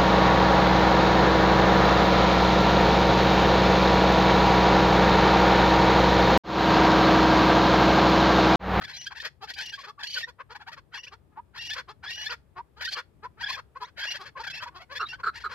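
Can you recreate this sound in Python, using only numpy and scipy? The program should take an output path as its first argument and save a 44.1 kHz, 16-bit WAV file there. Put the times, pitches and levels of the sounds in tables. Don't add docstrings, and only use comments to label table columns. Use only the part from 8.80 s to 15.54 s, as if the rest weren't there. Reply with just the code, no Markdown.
import sys
import numpy as np
from scipy import signal
from scipy.io import wavfile
from scipy.ndimage import uniform_filter1d

SR = 44100
rng = np.random.default_rng(int(sys.argv[2]) if len(sys.argv) > 2 else 0)


def transcribe(signal):
    frames = np.atleast_2d(signal).T
    limited = np.clip(frames, -1, 1)
    pcm = np.round(limited * 32767).astype(np.int16)
    wavfile.write(sys.argv[1], SR, pcm)


def makeup_ratio(level_db):
    decades = np.asarray(level_db, float) / 20
    return 10 ** decades


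N = 297234


def rms_one(x):
    return x / np.sqrt(np.mean(x ** 2) + 1e-20)


def at_hz(points, hz):
    table_hz, values = np.transpose(points)
    return np.interp(np.log(hz), np.log(table_hz), values)


def resonate(x, hz, width_hz):
    r = np.exp(-np.pi * width_hz / SR)
    poles = [1, -2 * r * np.cos(2 * np.pi * hz / SR), r * r]
    return signal.lfilter([(1 - r * r) / 2, 0, (r * r - 1) / 2], poles, x)


def wander(rate_hz):
    r = np.exp(-2 * np.pi * rate_hz / SR)
    white = rng.standard_normal(N + SR)
    return rms_one(signal.lfilter([1], [1, -2 * r, r * r], white)[SR:])


def swell(length, rise, power):
    u, rise = np.linspace(0, 1, length), np.clip(rise, .05, .95)
    return np.sin(np.pi / 2 * np.minimum(u / rise, (1 - u) / (1 - rise))) ** power


def add(out, s, note):
    at = max(round(s * SR), 0)
    out[at:at + len(note)] += note[:N - at]


def clucks(notes, jitter, hiss, rise, throat_width_hz, windpipe_db, chest_db, low_top_hz, crest,
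           sag_below_hz, lift=0.0505, beak_lift=.1):
    # centre in Hz, width of the first of two stages in Hz, relative gain in dB.
    beak_modes = [(2600, 510, 4.5), (3290, 140, 15), (4250, 165, 14.5), (4823, 687, 7.5), (5590, 1200, -7),
                  (7300, 1200, -82.5), (11930, 960, -10), (13800, 1500, -17)]
    out, shake, breath = np.zeros(N), wander(90.), rng.standard_normal(N)
    stretch = 1.6
    for s, ms, db, throat_hz, bright_db, pulse_hz in notes:
        start = s - ms * (stretch - 1) / 2000
        span = np.arange(round(ms * stretch * SR / 1000))
        u = span / len(span)
        here = np.clip(round(start * SR) + span, 0, N - 1)
        trend = rise * np.sign(pulse_hz - sag_below_hz)
        hz = pulse_hz * (1 + trend * (u - .5)) * np.exp(jitter * shake[here])
        cycle = np.cumsum(hz) / SR % 1
        pulses = np.diff(cycle, prepend=0) < 0
        source = rms_one(pulses - np.mean(pulses)) + hiss * breath[here] * np.exp(-2.5 * cycle)

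        throat = resonate(resonate(source, throat_hz, throat_width_hz), throat_hz, 4.2 * throat_width_hz)
        windpipe = resonate(resonate(source, 1147, 650), 600, 910)
        chest = resonate(resonate(source, 480, 350), 480, 550)
        low = rms_one(throat) + makeup_ratio(windpipe_db) * rms_one(windpipe) + makeup_ratio(chest_db) * rms_one(chest)
        low = signal.sosfilt(signal.butter(2, low_top_hz, fs=SR, output="sos"), rms_one(low))
        low = np.interp(span * (1 - lift + lift * u), span, low)
        beak = sum(makeup_ratio(g) * resonate(resonate(source, f, w), f, 2 * w) for f, w, g in beak_modes)
        beak = np.interp(span * (1 - beak_lift + beak_lift * u), span, beak)
        opening = swell(len(span), .55, 1.6)

        note = rms_one(low + makeup_ratio(bright_db) * rms_one(beak * opening))
        note = note / (uniform_filter1d(note ** 2, size=300) + 0.033) ** 1.61
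        add(out, start, makeup_ratio(db) * swell(len(span), crest, 3.4) * note)
    return out


def rasp_notes():
    # start in seconds, length in ms before the stretch, level in dB before the evening,
    # brightness of the open beak in dB.
    rasps = [(0.006, 28, -35.5, -13), (0.036, 20, -34, -4.5), (0.064, 67, -38.5, -6.5),
             (0.126, 62, -39, -1), (0.199, 60, -44.5, 2), (0.258, 26, -36, 17), (0.303, 36, -38, -13.5),
             (0.351, 48, -37, -6), (0.401, 22, -35, 33), (0.425, 60, -32, -7), (0.674, 50, -35.5, -4.5),
             (0.736, 16, -37.5, 28), (0.768, 78, -31, -2), (0.851, 25, -37.5, 6), (0.884, 19, -38, 4),
             (0.922, 44, -37.5, 5.5), (0.974, 60, -42.5, -3.5), (1.031, 36, -40, -9.5),
             (1.183, 52, -42, -12.5), (1.23, 32, -31.5, 3.5), (1.268, 12, -33.5, 11), (1.297, 25, -35, 16),
             (1.328, 31, -32, 32), (1.355, 58, -29, 2), (1.413, 30, -37.5, 12), (1.588, 37, -39, -29.5),
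             (1.74, 41, -43, -15.5), (1.795, 44, -45, -16), (1.864, 46, -40, -15), (1.915, 36, -40, -8),
             (1.963, 36, -45, -13.5), (2.124, 68, -36.5, -9.5), (2.229, 32, -46.5, 0.5),
             (2.261, 34, -49.5, -7.5), (2.74, 57.6, -42.5, -10.5), (2.776, 15, -35, 11),
             (2.809, 24, -35, 5), (2.833, 41, -36, 11.5), (2.899, 50, -32.5, 7.5), (2.95, 64, -33, -10.5),
             (3.228, 42, -38, -12.5), (3.271, 56, -35.5, -1.5), (3.328, 31, -37.5, 29),
             (3.364, 81, -37, -4), (3.43, 64, -35, 1), (3.492, 56, -30.5, -10), (4.005, 38, -30.5, -7.5),
             (4.045, 24, -30, 9.5), (4.073, 65, -40, 23.5), (4.116, 28, -28.5, 3),
             (4.151, 62, -32.5, -11.5), (4.589, 76, -36, -10.5), (4.665, 95, -30.5, -2.5),
             (4.763, 42, -36, -15.5), (5.061, 42, -51.5, -11.5), (5.172, 90, -33.5, -5),
             (5.238, 54, -32.5, -6.5), (5.3, 36, -31.5, 0), (5.336, 48, -34.5, -6.5), (5.444, 52, -41, -8),
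             (5.631, 34, -35, -9), (5.665, 23, -31, -9.5), (5.699, 20, -32, 4), (5.733, 66, -36.5, -3.5),
             (5.803, 56, -37.5, -10), (5.858, 38, -41.5, -13), (6.151, 36, -33, -2.5),
             (6.268, 50, -43.5, 0), (6.317, 41, -41, -12), (6.383, 39, -46.5, -19.5),
             (6.535, 62, -40.5, -8), (6.595, 44, -43.5, -6), (6.689, 79, -37.5, -12)]
    # brightness in dB, resonance in Hz.
    throat = [(-15, 1115), (-3.5, 1720), (-8, 1780), (20, 1900)]
    # seconds to the end of the run, pulse rate in Hz.
    run_down = [(.07, 525.4), (.125, 831.4)]
    pause_s = .065
    s, ms, db, bright_db = np.transpose(rasps)
    ends = s + ms / 1000
    run_ends = ends[np.append(s[1:] - ends[:-1] > pause_s, True)]
    left_s = run_ends[np.searchsorted(run_ends, s)] - s
    throat_hz = np.interp(bright_db, *np.transpose(throat))
    pulse_hz = np.interp(left_s, *np.transpose(run_down))
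    return zip(s, ms, db, throat_hz, bright_db, pulse_hz)


def cluck_notes():
    # start in seconds, length in ms before the stretch, level in dB before the evening,
    # mean pulse rate in Hz, brightness of the open beak in dB.
    soft_clucks = [(0.614, 53, -39, 410, -9), (1.066, 50, -40.5, 420.3, -12.5),
                   (1.473, 38, -42.5, 505.4, -11.5), (1.696, 46, -42, 462.5, -13),
                   (2.313, 44, -45, 429.4, -15.5), (2.516, 40, -63, 420, -36), (2.561, 48, -46, 394, -31),
                   (3.079, 50, -41, 396.7, -14), (3.761, 53, -38, 375.6, -25.5), (3.965, 46, -49, 454, -13),
                   (4.428, 42, -38.5, 448.8, -20.5), (4.569, 24, -55, 432, -29.5),
                   (4.951, 40, -46, 507, -20), (5.005, 51, -37.5, 443, -12), (5.39, 65, -40.5, 406, -13.5),
                   (5.56, 40, -40, 559.3, -22), (5.589, 42, -37, 462.3, -10), (5.9, 63, -61, 386, -34),
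                   (5.944, 53, -40.5, 369.7, -13), (5.992, 54, -44.5, 712, -15),
                   (6.099, 59, -39.5, 553.4, -12.5)]
    throat_multiple = 2.7
    return [(s, ms, db, throat_multiple * hz, bright_db, hz) for s, ms, db, hz, bright_db in soft_clucks]


def squeals(third_db=-7, under_db=-15):
    # pitch in Hz, octave over fundamental in dB.
    octave = [(750, -48), (1050, -58.5), (1600, -2), (1900, -14), (2850, -6.5), (3300, -50.5)]
    fade_ms, waver, flutter_db = 3.5, .02, 3.0
    out, turns, pitch, level = np.zeros(N), 0, wander(55.), wander(40.)
    fade = round(fade_ms * SR / 1000)
    for s, ms, from_hz, to_hz, db in squeal_throbs():
        octave_db = at_hz(octave, from_hz)
        span = np.arange(round(ms * SR / 1000) + 2 * fade)
        here = np.clip(round(s * SR) - fade + span, 0, N - 1)
        bend = .4 if 2600 < from_hz < to_hz else 1.6
        slide = np.linspace(0, 1, len(span)) ** bend
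        hz = (from_hz + (to_hz - from_hz) * slide) * (1 + waver * pitch[here])
        phase = 2 * np.pi * (turns + np.cumsum(hz) / SR)
        turns = phase[-2 * fade] / (2 * np.pi)
        note = np.sin(phase) + makeup_ratio(octave_db) * np.sin(2 * phase)
        if from_hz < 2100:
            note += makeup_ratio(octave_db + third_db) * np.sin(3 * phase)
        elif 2600 < from_hz < 3000:
            note += makeup_ratio(under_db) * (np.sin(2 / 3 * phase) + np.sin(5 / 3 * phase))
            note += makeup_ratio(-30.5) * np.sin(4 * phase) + makeup_ratio(-53) * np.sin(3 * phase)
        edges = np.clip(np.minimum(span, span[::-1]) / (2 * fade), 0, 1)
        gain = np.sqrt(2) * makeup_ratio(db + flutter_db * level[here])
        add(out, s - fade / SR, gain * edges * note)
    return out


def squeal_throbs():
    # start in seconds, length in ms between half-faded edges, middle pitch in Hz,
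    # level of the fundamental in dB before flutter.
    clean = [(0.012, 11.7, 1824, -47.5), (0.043, 18, 1680, -43.5), (0.134, 23, 3950, -43.5),
             (0.165, 85, 5846, -47), (0.181, 58, 2900, -49), (0.267, 12.5, 1632, -32.5),
             (0.401, 9, 1856, -35), (0.626, 24, 806, -43), (0.701, 20, 1904, -46), (0.745, 13, 4600, -43),
             (0.795, 20.6, 1599, -32.5), (0.826, 85.4, 2798, -41), (0.931, 18, 1605, -36.5),
             (1.18, 20, 1124, -48), (1.228, 20, 1628, -34.5), (1.261, 100, 2908, -45),
             (1.271, 24, 4250, -40.5), (1.302, 11, 4495, -32), (1.337, 18, 4390, -33.5),
             (1.43, 18, 1913, -33), (2.137, 20, 1653, -40.5), (2.166, 48, 2840, -46.5),
             (2.235, 20, 2880, -42.5), (2.574, 28, 906, -39.5), (2.783, 50, 1870, -47.5),
             (2.795, 107, 2758, -40.5), (2.905, 34, 1738, -39), (3.262, 22, 1695, -39),
             (3.285, 34, 1885, -40), (3.305, 144, 2847, -40), (3.462, 12, 4160, -40),
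             (3.462, 24, 1775, -36.5), (3.786, 26, 931, -40.5), (3.997, 28, 1614, -45.5),
             (4.053, 20, 1844, -36.5), (4.078, 16, 1618, -35.5), (4.083, 18, 4250, -39.5),
             (4.13, 13, 4250, -28), (4.445, 28, 1011, -40.5), (4.628, 21.3, 1699, -32),
             (4.662, 15.2, 1636, -33.5), (4.682, 24, 1796, -45), (4.685, 30, 1076, -40),
             (4.686, 50, 4233, -47.5), (4.689, 16, 2512, -37), (4.96, 18, 1065, -40),
             (5.016, 32, 1011, -35), (5.21, 44, 1628, -34.5), (5.251, 38, 1885, -63),
             (5.269, 71, 2791, -37), (5.555, 36, 1050, -45.5), (5.596, 24, 927, -42),
             (5.674, 17, 1650, -39), (5.7, 18, 1560, -37), (5.72, 82, 2650, -43), (5.803, 30, 1595, -42.5),
             (5.824, 22, 1012, -43.5), (5.86, 36, 960, -46), (5.99, 37, 720, -61), (6.159, 24, 1742, -37.5),
             (6.2, 20, 2725, -41), (6.256, 16, 3697, -41.5), (6.289, 33, 2726, -40.5),
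             (6.331, 30, 1547, -42.5)]
    falls = [(0.978, 28, 1088, -48), (1.097, 14, 1130, -36.5), (1.208, 20, 1700, -37.5),
             (1.363, 20, 1477, -33.5), (1.398, 33, 2717, -48), (1.357, 10, 2720, -41),
             (2.900, 14, 2600, -55.5), (3.45, 10, 2654, -47), (3.503, 12, 4400, -36),
             (4.03, 16, 1728, -35.5), (4.155, 14, 2868, -44.5), (4.734, 20, 1636, -38)]
    leaps = [(0.741, 8.6, 2940, -49), (2.269, 18.4, 2734, -45.5), (3.497, 12, 2941, -39.5),
             (5.04, 20, 1911, -46), (6.555, 38, 2490, -51.5)]
    # pitch in Hz, share of the pitch.
    slide_share = [(920, .12), (1020, 0.015), (1620, .08), (1850, 0.082), (2550, 0.085), (2850, .06),
                   (4300, 0.071), (5850, .0)]
    # pitch in Hz, share of the pitch.
    fall_share = [(1100, .08), (1700, .14), (2800, .26)]
    leap_share = 0.32
    throb_ms, throb_share = 33, 0.97
    held_from_ms = 96

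    rows = [(s, ms, hz, db, -at_hz(fall_share, hz)) for s, ms, hz, db in falls]
    rows += [(*row, leap_share) for row in leaps]
    for s, ms, hz, db in clean:
        count = max(round(ms / throb_ms), 1) if ms < held_from_ms else 1
        share = throb_share if count > 1 else 1
        each_ms = ms / count
        for k in range(count):
            rows.append((s + k * each_ms / 1000, share * each_ms, hz, db, at_hz(slide_share, hz)))
    return sorted((s, ms, hz * (1 - slide / 2), hz * (1 + slide / 2), db) for s, ms, hz, db, slide in rows)


def hollow_notes(stretch=1.274, sag=0.033, hum_db=-26, hum_from_hz=520, hum_to_hz=320):
    # start in seconds, length in ms before the stretch, level in dB before the evening,
    # windpipe resonance at the onset in Hz.
    hollow = [(6.194, 51.7, -18.5, 1338), (6.433, 26, -20.5, 1394), (6.457, 40.5, -16, 1380),
              (6.638, 38.2, -20.5, 1362)]
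    # multiple of the lowest mode, width of the first of two stages in Hz, relative level in dB.
    modes = [(1.0, 267, -11.5), (2.1, 920, -56), (3.15, 430, -31), (4.2, 270, -69), (5.5, 300, -51.5),
             (9.2, 1000, -52)]
    out, breath = np.zeros(N), rng.standard_normal(N)
    for s, ms, db, pipe_hz in hollow:
        span = np.arange(round(ms * stretch * SR / 1000))
        air = breath[np.minimum(round(s * SR) + span, N - 1)]
        pipe = 0
        for multiple, width_hz, mode_db in modes:
            hz = multiple * pipe_hz
            pipe = pipe + makeup_ratio(mode_db) * rms_one(resonate(resonate(air, hz, width_hz), hz, 1.04 * width_hz))
        pipe = np.interp(span * (1 - sag * span / len(span)), span, pipe)
        pipe = pipe / (uniform_filter1d(pipe ** 2, size=200) + 0.13) ** 0.22
        hum = np.sin(2 * np.pi * np.cumsum(np.linspace(hum_from_hz, hum_to_hz, len(span))) / SR)
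        hum = hum * swell(len(span), .7, 1.5)
        outline = swell(len(span), .35, 1.1)
        add(out, s - .002, makeup_ratio(db) * outline * (pipe + makeup_ratio(hum_db) * hum))
    return out


def hillside(x, lag, sway, left_db):
    near_rocks_db, near_rocks_t60_s = -24, .03
    slope_db, slope_t60_s = -45, 0.19
    scatter_from_hz = 1490
    clock, shift = np.arange(N), (lag + sway * wander(5.1)) / 2
    direct = np.array([np.interp(clock - shift, clock, x), np.interp(clock + shift, clock, x)])
    s = np.arange(SR // 4) / SR
    dying = makeup_ratio(near_rocks_db - 60 * s / near_rocks_t60_s) + makeup_ratio(slope_db - 60 * s / slope_t60_s)
    rocks = rng.standard_normal((2, len(s))) * dying
    thin = signal.sosfilt(signal.butter(1, scatter_from_hz, "high", fs=SR, output="sos"), x)
    scatter = np.array([signal.fftconvolve(thin, r)[:N] for r in rocks])
    return direct * makeup_ratio([[left_db / 2], [-left_db / 2]]) + scatter


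def open_air():
    # frequency in Hz, relative density in dB.
    spectrum = [(15, -38.5), (25, -13), (91, -5), (152, -5.5), (193, -14.5), (368, -14.5), (445, -17.5),
                (782, -21.5), (5880, -46.5), (9550, -41.5), (11800, -42.5), (15500, -68)]
    # time in seconds, level in dB.
    course = [(0.0, -48.5), (0.172, -61.5), (6.74, -57)]
    # frequency in Hz, left over right in dB.
    left_over_right = [(60, 5.5), (240, 12.5), (950, -3), (3770, 8), (15000, -8)]
    # frequency in Hz, correlation from 0 to 1.
    likeness = [(60, 0.54), (300, 0.39), (1000, .3), (8000, .05)]
    out, edges, gust = 0, 20 * 2 ** np.arange(0, 9.8, .5), wander(3.0)
    white = rng.standard_normal((2, 2, N))
    for k, (low, high) in enumerate(zip(edges, edges[1:])):
        band = signal.butter(2, [low, high], "band", fs=SR, output="sos")
        mid, side = signal.sosfilt(band, white[k % 2])
        hz = np.sqrt(low * high)
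        alike = np.clip(at_hz(likeness, hz), 0, 1)
        lean_db = at_hz(left_over_right, hz) / 2
        gain = makeup_ratio(at_hz(spectrum, hz) + np.array([[lean_db], [-lean_db]]) + 2.0 * gust * (hz < 300))
        out = out + gain * (np.sqrt(1 + alike) * mid + np.sqrt(1 - alike) * side * [[1], [-1]])
    out = signal.sosfilt(signal.butter(2, 42, "high", fs=SR, output="sos"), rms_one(out))
    out = out + 2.5 * resonate(out, 65, 16)
    s, db = np.transpose(course)
    return rms_one(out) * makeup_ratio(np.interp(np.arange(N) / SR, s, db))


def scene():
    rasps = clucks(rasp_notes(), jitter=.13, hiss=.33, rise=.15, throat_width_hz=420, windpipe_db=-8,
                   chest_db=-15, low_top_hz=3000, crest=.52, sag_below_hz=620)
    clear = clucks(cluck_notes(), jitter=.05, hiss=.6, rise=.12, throat_width_hz=500, windpipe_db=0,
                   chest_db=-13, low_top_hz=1800, crest=.45, sag_below_hz=0)
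    flock = hillside(rasps + clear, lag=2.75, sway=0.84, left_db=3.0)
    flock = flock + hillside(squeals(), lag=0.92, sway=0.17, left_db=2.5)
    closer = hillside(hollow_notes(), lag=0.75, sway=0.9, left_db=2.0)
    return flock + closer + open_air()


def low_pass(x):
    return signal.sosfilt(signal.butter(12, 15710, fs=SR, output="sos"), x)


def record(dry):
    return low_pass(dry)


dry = scene()
out = record(dry)
transcribe(out)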